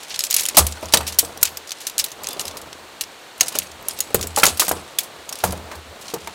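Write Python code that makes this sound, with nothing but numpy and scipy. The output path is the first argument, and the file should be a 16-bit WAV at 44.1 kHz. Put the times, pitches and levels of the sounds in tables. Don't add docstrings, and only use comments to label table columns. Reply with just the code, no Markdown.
import sys
import numpy as np
from scipy import signal
from scipy.fft import rfft, irfft
from scipy.io import wavfile
from scipy.ndimage import uniform_filter1d

SR = 44100
rng = np.random.default_rng(int(sys.argv[2]) if len(sys.argv) > 2 else 0)


def put_to_file(sound):
    columns = np.atleast_2d(sound).T
    safe = np.clip(columns, -1, 1)
    whole_steps = np.round(safe * 32767)
    wavfile.write(sys.argv[1], SR, whole_steps.astype(np.int16))


N = 279594

# start_s, strength_db (relative), strongest_ring_hz, brightness_db (tilt of the treble),
# decay_t60_s (at least 0.008 is used), long_ring_db (relative to the click)
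TUBE_CLICKS = [(0.0316, -29, 7330, 4, 0.029, -42), (0.0466, -37, 2970, -15.5, 0.067, -42),
               (0.096, -30, 4540, -5, 0.05, -42), (0.104, -24, 2750, -25, 0.16, -42),
               (0.142, -19, 3340, -16, 0.056, -42), (0.1598, -17, 4080, -11, 0.026, -42),
               (0.1915, -8.5, 5300, 0, 0.024, -23), (0.2055, -10, 5100, -13, 0.024, -25),
               (0.2377, -8, 7150, -2, 0.026, -42), (0.247, -19, 12000, -5, 0.088, -42),
               (0.267, -19.5, 7900, -11, 0.029, -42), (0.301, -20.5, 12530, -12, 0.18, -42),
               (0.3091, -4.5, 6870, 3.5, 0.021, -46), (0.3271, -9, 4860, -2, 0.018, -42),
               (0.3415, -2.5, 13400, -1, 0.033, -60), (0.3645, -2, 10300, -2.5, 0.028, -30.5),
               (0.3825, -16.5, 8700, -6, 0.14, -42), (0.3945, -10, 7000, -7, 0.043, -42),
               (0.4068, -14, 6480, 4, 0.056, -42), (0.42, -26, 5000, -2, 0.037, -42),
               (0.434, -16, 10200, 0, 0.052, -42), (0.4542, -5.5, 6900, -7, 0.013, -36),
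               (0.462, -8, 9800, 0, 0.013, -42), (0.486, -8, 6900, -2.5, 0.032, -49),
               (0.5466, -24.5, 2180, -10, 0.23, -42), (0.5694, 3, 12570, -2.5, 0.087, -42),
               (0.582, 7.5, 8180, 5, 0.041, -36), (0.592, -5, 8800, -3, 0.055, -25),
               (0.6666, -9, 9500, 2.5, 0.037, -29), (0.7228, -20.5, 7260, -9, 0.031, -40),
               (0.8105, -36, 9000, 1, 0.03, -42), (0.827, -31.5, 2560, -2, 0.089, -42),
               (0.856, -24, 6700, -9, 0.03, -42), (0.9238, -19, 3900, -4, 0.1, -42),
               (0.9368, 4, 4600, -7, 0.037, -46), (0.944, -1.5, 8230, -2, 0.031, -29),
               (0.9716, -5.5, 3900, -4, 0.032, -42), (1.009, -22, 2650, -2, 0.029, -42),
               (1.067, -20, 4920, -7, 0.14, -42), (1.0765, -16, 5670, -3.5, 0.091, -42),
               (1.123, -24.5, 4100, -7, 0.11, -44), (1.1449, -29, 6000, -6, 0.035, -40),
               (1.1868, 1.5, 14500, 2, 0.052, -44), (1.191, -2.5, 10040, -1, 0.033, -29.5),
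               (1.248, -23, 8400, -3, 0.052, -42), (1.3744, -25, 5760, 3, 0.024, -42),
               (1.413, -27, 7040, 4, 0.12, -34), (1.4292, 8, 12220, 2, 0.021, -55),
               (1.453, -9.5, 7300, -4, 0.034, -44), (1.472, -22, 4610, -14, 0.037, -42),
               (1.5711, -17.5, 14000, -7, 0.033, -45), (1.6728, -30.5, 6750, -7, 0.07, -42),
               (1.6927, -23, 4800, -11, 0.023, -42), (1.707, -17.5, 4170, -7, 0.018, -44),
               (1.7179, -14.5, 6180, -10, 0.034, -45), (1.8035, -29.5, 4370, -6, 0.18, -42),
               (1.814, -31, 3380, -6, 0.077, -42), (1.868, -14, 6000, -2, 0.068, -42),
               (1.8973, -20, 12100, -9, 0.02, -42), (1.9808, -5, 6550, -4, 0.014, -47),
               (1.9889, -9.5, 7640, -1, 0.062, -44), (1.996, -8, 4990, -10, 0.064, -44),
               (2.0409, -11.5, 4030, 5, 0.046, -42), (2.0618, -25.5, 5950, -7, 0.053, -42),
               (2.0836, -32, 2630, 1, 0.06, -42), (2.104, -32, 6040, 0, 0.027, -42),
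               (2.117, -25, 6200, -4, 0.047, -26), (2.2344, -22, 7200, 3, 0.029, -42),
               (2.243, -18, 4730, -11, 0.016, -42), (2.27, -9, 6380, -12, 0.013, -45),
               (2.2873, -13.5, 8130, 0, 0.017, -42), (2.3076, -25, 4800, -3, 0.033, -42),
               (2.33, -19.5, 4870, 4, 0.024, -42), (2.3947, -9, 2920, -10, 0.022, -42),
               (2.404, -22, 12700, -2, 0.097, -42), (2.4113, -16, 7000, -14, 0.024, -47),
               (2.453, -18.5, 5030, -2, 0.029, -42), (2.4674, -27, 11740, -14, 0.12, -42),
               (2.48, -17.5, 4110, -7, 0.028, -42), (2.51, -28.5, 3460, -14, 0.048, -42),
               (2.5694, -24, 4800, -3, 0.069, -42), (2.6155, -28, 7740, -4, 0.036, -42),
               (2.729, -22, 5450, -15, 0.016, -39), (3.0098, -12, 4010, 0, 0.054, -35),
               (3.0367, -20.5, 5640, -15, 0.022, -42), (3.118, -38, 6000, -10, 0.02, -42),
               (3.379, -36, 8100, 0, 0.069, -42), (3.399, -28, 4500, -10, 0.062, -42),
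               (3.4084, 2.5, 6580, -7, 0.03, -36), (3.43, -17.5, 2840, -4, 0.042, -42),
               (3.46, -28, 6700, -4, 0.078, -42), (3.469, -21, 4940, -14, 0.025, -42),
               (3.482, -13.5, 10600, -4, 0.047, -42), (3.5225, -26, 3100, -1, 0.047, -42),
               (3.5415, -35, 2990, -13, 0.1, -42), (3.5525, -18, 2900, -3, 0.064, -37),
               (3.5555, -18, 3100, -6, 0.046, -42), (3.575, -33, 7260, -15, 0.14, -48),
               (3.5867, -2.5, 6430, 4.5, 0.021, -36), (3.6304, -34, 11650, 6, 0.09, -27),
               (3.6695, -31, 6550, -9, 0.026, -42), (3.7153, -32.5, 7400, -9, 0.044, -40),
               (3.81, -41, 14000, 9, 0.015, -42), (3.826, -32, 13900, 9, 0.015, -42),
               (3.8843, -6, 10100, 8, 0.019, -31.5), (3.9084, -24.5, 4960, -9, 0.047, -42),
               (3.9327, -36, 9000, 4, 0.06, -42), (3.9741, -34, 7690, -9, 0.1, -42),
               (3.9887, -17, 12580, -8, 0.025, -42), (4.0042, -5.5, 6800, 3.5, 0.028, -29.5),
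               (4.1451, -1.5, 8300, 13, 0.018, -31), (4.154, -13, 12600, 5, 0.039, -42),
               (4.172, -30, 8310, -5, 0.023, -42), (4.211, -15.5, 7030, -3, 0.04, -44),
               (4.2267, -16, 5660, -5, 0.062, -42), (4.2707, -14.5, 7770, 4, 0.023, -29),
               (4.3613, -7, 10600, -13, 0.024, -26), (4.3754, -13, 7840, 3, 0.098, -41),
               (4.385, -10, 7500, -4, 0.036, -42), (4.3969, -14, 4310, -5, 0.066, -42),
               (4.4214, -20, 8100, 0, 0.06, -42), (4.4338, -2, 3140, 1, 0.073, -42),
               (4.4543, -2.5, 10030, -4, 0.03, -42), (4.465, -1.5, 6670, -5, 0.04, -24.5),
               (4.482, -14, 5000, -7, 0.11, -42), (4.5728, -20, 9800, 0, 0.054, -42),
               (4.596, -4.5, 6370, -1, 0.13, -53), (4.648, -21, 12500, -1, 0.11, -42),
               (4.681, -13.5, 8030, 1, 0.066, -42), (4.6915, -4, 8550, 13, 0.015, -27.5),
               (4.7152, -14.5, 14100, 0, 0.042, -38), (4.9863, -4.5, 3390, 3.5, 0.039, -27),
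               (5.0047, -24, 6500, -1, 0.072, -42), (5.0324, -26, 13440, 1, 0.087, -42),
               (5.2917, -17, 6670, -5, 0.031, -42), (5.3257, -17.5, 5570, -4, 0.041, -44),
               (5.3549, -22, 8700, -6, 0.023, -42), (5.3733, -36, 5170, -4, 0.05, -42),
               (5.3873, -26.5, 10300, -1, 0.047, -42), (5.412, -35, 4610, -7, 0.087, -42),
               (5.438, -12, 11800, 2.5, 0.1, -42), (5.4736, -28, 9820, -7, 0.11, -42),
               (5.5075, -24, 8800, -10, 0.039, -42), (5.5225, -20, 10160, 2, 0.036, -44),
               (5.575, -33, 8950, -2, 0.03, -42), (5.7144, -32.5, 2530, -10, 0.099, -42),
               (5.753, -33, 4270, -2, 0.072, -42), (6.0118, -33.5, 4130, -3, 0.16, -42),
               (6.081, -23.5, 4220, -14, 0.03, -42), (6.101, -29.5, 5710, -9, 0.035, -42),
               (6.14, -18, 12050, -5, 0.041, -42), (6.2734, -20.5, 2290, -3, 0.024, -42)]
# start_s, strength_db (relative), strongest_ring_hz,
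# decay_t60_s (at least 0.02 is used), thud_db (relative to the ring)
BOARD_KNOCKS = [(0.507, -27, 975, 0.049, 1), (0.545, -26, 590, 0.097, 3), (0.571, -0.5, 710, 0.069, 0),
                (0.59, -3.5, 1178, 0.053, -28), (0.77, -24.5, 1470, 0.059, -3),
                (0.827, -17.5, 632, 0.069, -1.5), (0.936, -7, 627, 0.062, 5),
                (0.938, -5.5, 2250, 0.028, 6.5), (1.006, -25, 1020, 0.096, 8), (1.228, -21, 477, 0.096, -2),
                (1.427, -25, 1455, 0.1, 3), (3.409, -25, 749, 0.21, 4.5), (3.518, -26, 1066, 0.095, -16),
                (3.552, -19.5, 590, 0.081, 4), (4.104, -24, 432, 0.027, 5), (4.1453, -5.5, 413, 0.031, 3),
                (4.146, -10.5, 1480, 0.019, 4), (4.24, -20.5, 413, 0.083, 1), (4.372, -5, 821, 0.089, -2.5),
                (4.432, 2, 1348, 0.053, 2), (4.433, -4, 2660, 0.043, -5), (4.464, -15, 815, 0.056, 6.5),
                (4.595, -10.5, 1280, 0.025, 2), (4.619, -8.5, 1206, 0.046, -1),
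                (4.682, -15.5, 650, 0.044, 6), (4.712, -8.5, 625, 0.035, 6), (4.765, -23, 624, 0.065, 2.5),
                (5.4375, -4, 704, 0.032, 3), (5.439, -17, 2380, 0.03, -1), (5.445, -15.5, 182, 0.06, -2),
                (5.488, -23, 194, 0.065, 6), (5.528, -24, 540, 0.07, 8.5), (5.714, -24, 936, 0.084, 6),
                (6.137, -9, 467, 0.06, -8.5), (6.273, -18.5, 907, 0.053, -1.5)]


def undb(db):
    return 10 ** (np.asarray(db) / 20)


def level(x, db):
    return x * undb(db) / np.sqrt(np.mean(x ** 2))


def colour(x, points):
    hz, db = np.transpose(points)
    f = np.maximum(np.fft.rfftfreq(len(x), 1 / SR), 1)
    gain = undb(np.interp(np.log(f), np.log(hz), db))
    return irfft(rfft(x) * gain, len(x))


def fade(t, t60):
    return np.exp(-np.log(1000) * t / t60)


def rings(t, hz, db, t60, phase):
    decay = undb(db)[:, None] * fade(t, t60[:, None])
    return np.sum(decay * np.sin(2 * np.pi * hz[:, None] * t + phase[:, None]), axis=0)


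def add(track, s, sound):
    i = int(s * SR)
    track[i:i + len(sound)] += sound[:max(len(track) - i, 0)]


def walk(rate):
    k = int(SR / rate)
    steps = np.repeat(rng.standard_normal(N // k + 1), k)
    return uniform_filter1d(uniform_filter1d(steps, k), k)[:N]


def curve(table):
    s, *columns = np.transpose(table)
    return [np.interp(np.arange(N) / SR, s, c) for c in columns]


def swells(rows, rise_s):
    power = np.zeros(N)
    for s, db, t60 in rows:
        rise = np.sin(np.linspace(0, np.pi / 2, int(rise_s * SR))) ** 2
        decay = fade(np.arange(SR) / SR, max(t60, .02))
        add(power, s - rise_s, (undb(db) * np.r_[rise, decay]) ** 2)
    return np.sqrt(power)


def grains(per_s, spread_db, t60, points):
    chance = rng.random((2, N))
    tick_power = (chance[0] < per_s / SR) * undb(-2 * spread_db * np.log(chance[1] + 1e-9))
    power_decay = fade(np.arange(2000) / SR, t60 / 2)
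    envelope = np.sqrt(signal.fftconvolve(tick_power, power_decay)[:N].clip(0))
    return level(colour(envelope * rng.standard_normal(N), points), 0)


def clicks(main_db=-2, scatter_db=2, octave_db=8, snap_db=3, rise_s=0.00035):
    # pitch_hz, level_db (relative), decay_t60_s
    tube = np.array([(4240, 6, 0.16), (6840, 15, 0.086), (8130, 4.5, 0.32), (10150, 5.5, 0.27),
                     (12000, 2, 0.29), (14600, -2, 0.24)])
    lows_db, lows_db_per_octave, lows_per_db = -5.5, -3, -0.03
    out, t = np.zeros(N), np.arange(6000) / SR
    for s, db, hz, high_db, t60, long_db in TUBE_CLICKS:
        low_db = lows_db + lows_db_per_octave * np.log2(hz / 6000) + lows_per_db * db
        t60 = max(t60, .008)
        tilt = [(400, low_db - 23), (1500, low_db - 7), (2800, low_db + 1.5),
                (6000, 0), (12000, high_db - 0.5), (16000, high_db - 8.5)]
        noise, chance = rng.standard_normal((2, len(t))), rng.standard_normal((2, len(tube)))
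        snap = undb(snap_db) * fade(t, 0.00097)
        crack = level(colour(noise[0], tilt), 0) * (fade(t, t60) + snap)
        flutter = level(uniform_filter1d(noise[1], size=110), 0)
        main = undb(main_db) * np.sin(2 * np.pi * hz * t + .5 * flutter) * fade(t, min(t60, .03))
        reach_db = -octave_db * np.abs(np.log2(tube[:, 0] / hz))
        ring_hz = tube[:, 0] * (1 + .015 * chance[0])
        ring_db = long_db + reach_db + tube[:, 1] + scatter_db * chance[1]
        long = rings(t, ring_hz, ring_db, tube[:, 2], chance[1])
        click = crack + main + long * (0.42 + flutter)
        add(out, s, undb(db - 3.5) * click * (1 - np.exp(-t / rise_s)))
    return out


def knocks(main_db=5, scatter_db=2, octave_db=8, rise_s=0.0014):
    # pitch_hz, level_db (relative), decay_t60_s (for a knock whose own t60 is 0.1 s)
    boards = np.array([(130, -5, 0.26), (182, -3, 0.49), (334, 12, 0.049), (469.6, -0.5, 0.17),
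                       (631.4, -1, 0.16), (867, -3, 0.16), (1070, 5, 0.044), (1250, -14, 0.13),
                       (1850, -27, 0.017)])
    out, t = np.zeros(N), np.arange(9000) / SR
    for s, db, hz, t60, rough_db in BOARD_KNOCKS:
        t60 = max(t60, .02)
        chance = rng.standard_normal((3, len(boards)))
        reach_db = -octave_db * np.abs(np.log2(boards[:, 0] / hz))
        mode_hz = boards[:, 0] * (1 + 0.0655 * chance[0])
        mode_db = boards[:, 1] + reach_db + scatter_db * chance[1]
        wood = rings(t, mode_hz, mode_db, boards[:, 2] * t60 * 10, chance[2])
        spot = undb(main_db) * np.sin(2 * np.pi * hz * t) * fade(t, t60)
        thud_tilt = [(60, -30), (hz / 3, -6), (hz, 0), (hz * 1.74, -4), (hz * 3, -14), (6000, -30)]
        thud = level(colour(rng.standard_normal(len(t)), thud_tilt), rough_db)
        blow = wood + spot + thud * (fade(t, 2.1 * t60) + 3.15 * fade(t, 0.011))
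        add(out, s, undb(db - 12.5) * blow * (1 - np.exp(-t / rise_s)))
    return out


def handling():
    # time_s, loose_tubes_db, dragging_ends_db
    handling_levels = [(0.0, -41, -54), (0.156, -41.5, -48.5), (0.304, -47, -48.5), (0.388, -29, -42.5),
                       (0.56, -47, -50), (0.85, -42.5, -43.5), (1.09, -51, -42), (1.52, -53, -43),
                       (1.76, -46.5, -67), (1.92, -46, -45.5), (2.1, -72, -48), (2.26, -40.5, -40),
                       (2.42, -44, -37.5), (2.68, -57, -43.5), (3.35, -77, -55.5), (3.56, -35.5, -46),
                       (3.75, -62, -45.5), (3.91, -45, -42), (4.26, -51, -48), (4.75, -42, -46),
                       (5.064, -61, -46), (5.4, -41, -43), (5.568, -48, -39.5), (5.85, -86, -45),
                       (6.058, -39.5, -43.5), (6.34, -48, -54)]
    rattle_db, rattle_t60_s, skid_db, skid_t60_s = -29, 0.15, -23.5, .28
    flare_s = 0.01
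    jostle_db, drag_db = curve(handling_levels)
    hard_clicks = [(s + flare_s, db + rattle_db, rattle_t60_s) for s, db, *_ in TUBE_CLICKS if db > -12]
    rattle = swells(hard_clicks, flare_s)
    skid = swells([(s + flare_s, db + skid_db, skid_t60_s) for s, db, *_ in BOARD_KNOCKS], flare_s)
    jostle = grains(300, 2.3, 0.034, [(800, -13), (2500, 8), (5000, 7), (10000, 1.5), (15000, -14)])
    drag = grains(200, 0.33, 0.061, [(90, -3.0), (250, 0.5), (600, 4), (1200, -0.5), (3000, -25.5)])
    return np.hypot(undb(jostle_db), rattle) * jostle + np.hypot(undb(drag_db), skid) * drag


def boom(rumble_db=-9):
    # crest_s, level_db, decay_t60_s
    deck_booms = [(0.35, -61, .3), (0.62, -18.5, 0.32), (0.72, -37, 0.37), (0.865, -36.5, 0.33),
                  (0.975, -31.5, .5), (1.04, -34, 0.52), (1.13, -47, 0.49), (1.27, -44, .3),
                  (1.38, -50, .5), (1.48, -47, .5), (1.58, -56, .3), (1.99, -71, .3), (2.49, -45, 0.2),
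                  (2.65, -52, 0.97), (3.41, -61, .4), (3.6, -51, .6), (3.74, -47, 0.18), (3.95, -56, .5),
                  (4.08, -58, .3), (4.2, -31, 0.79), (4.29, -39, .3), (4.41, -55, 0.25),
                  (4.54, -34.5, 0.17), (4.75, -37, 0.32), (5.2, -56, .4), (5.51, -29, 0.38),
                  (5.62, -40, .4), (5.79, -37.5, .25), (5.9, -43, 0.28), (6.24, -50, .6)]
    boom_hz, swell_s, still_db = 79, 0.048, -78.5
    hz = boom_hz * (1 + 0.0353 * walk(12))
    tone = np.sqrt(2) * np.sin(2 * np.pi * np.cumsum(hz) / SR)
    rumble_tilt = [(15, -47), (35, -35), (52, -13), (70, -1.5), (130, -16), (300, -47)]
    rumble = level(colour(rng.standard_normal(N), rumble_tilt), rumble_db)
    return np.hypot(undb(still_db), swells(deck_booms, swell_s)) * (tone + rumble)


def thin_tone():
    # start_s, end_s, pitch_hz, level_db (RMS at its full middle)
    start, end, hz, db = (2.28, 2.365, 3500, -43)
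    t, out = np.arange(int((end - start) * SR)) / SR, np.zeros(N)
    envelope = signal.windows.tukey(len(t), .5)
    add(out, start, np.sqrt(2) * undb(db) * envelope * np.sin(2 * np.pi * hz * t))
    return out


def hiss():
    # (relative, per Hz)
    hiss_tilt = [(20, -44), (40, -26), (70, -20), (120, -11), (200, -10), (330, -3), (500, 0), (1000, -2),
                 (2000, -5), (4400, -7), (4900, -13), (8700, -15), (9300, -19), (15500, -25), (15900, -50)]
    noise = colour(rng.standard_normal(N), hiss_tilt)
    return level(noise * undb(0.25 * walk(1.34)), -42)


def echo(near):
    t = np.arange(16000) / SR
    noise = colour(rng.standard_normal(len(t)), [(100, 22), (700, 0.5), (5000, -3.5), (15000, -9)])
    tail = noise * fade(t, 0.36) * (1 - np.exp(-t / 0.00057))
    return signal.fftconvolve(near, tail / np.sqrt(np.sum(tail ** 2)))[:N]


def scene():
    near = clicks() + knocks()
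    return (near + undb(-14.5) * echo(near) + handling() + boom() + thin_tone() + hiss())[None]


def record(dry):
    mic_low_hz, top_hz = 40.8, 16200
    heard = signal.sosfilt(signal.butter(2, mic_low_hz, "high", fs=SR, output="sos"), dry)
    clipped = np.clip(heard, -.95, .95)
    return signal.sosfilt(signal.ellip(10, .2, 70, top_hz, fs=SR, output="sos"), clipped)


dry = scene()
out = record(dry)
put_to_file(out)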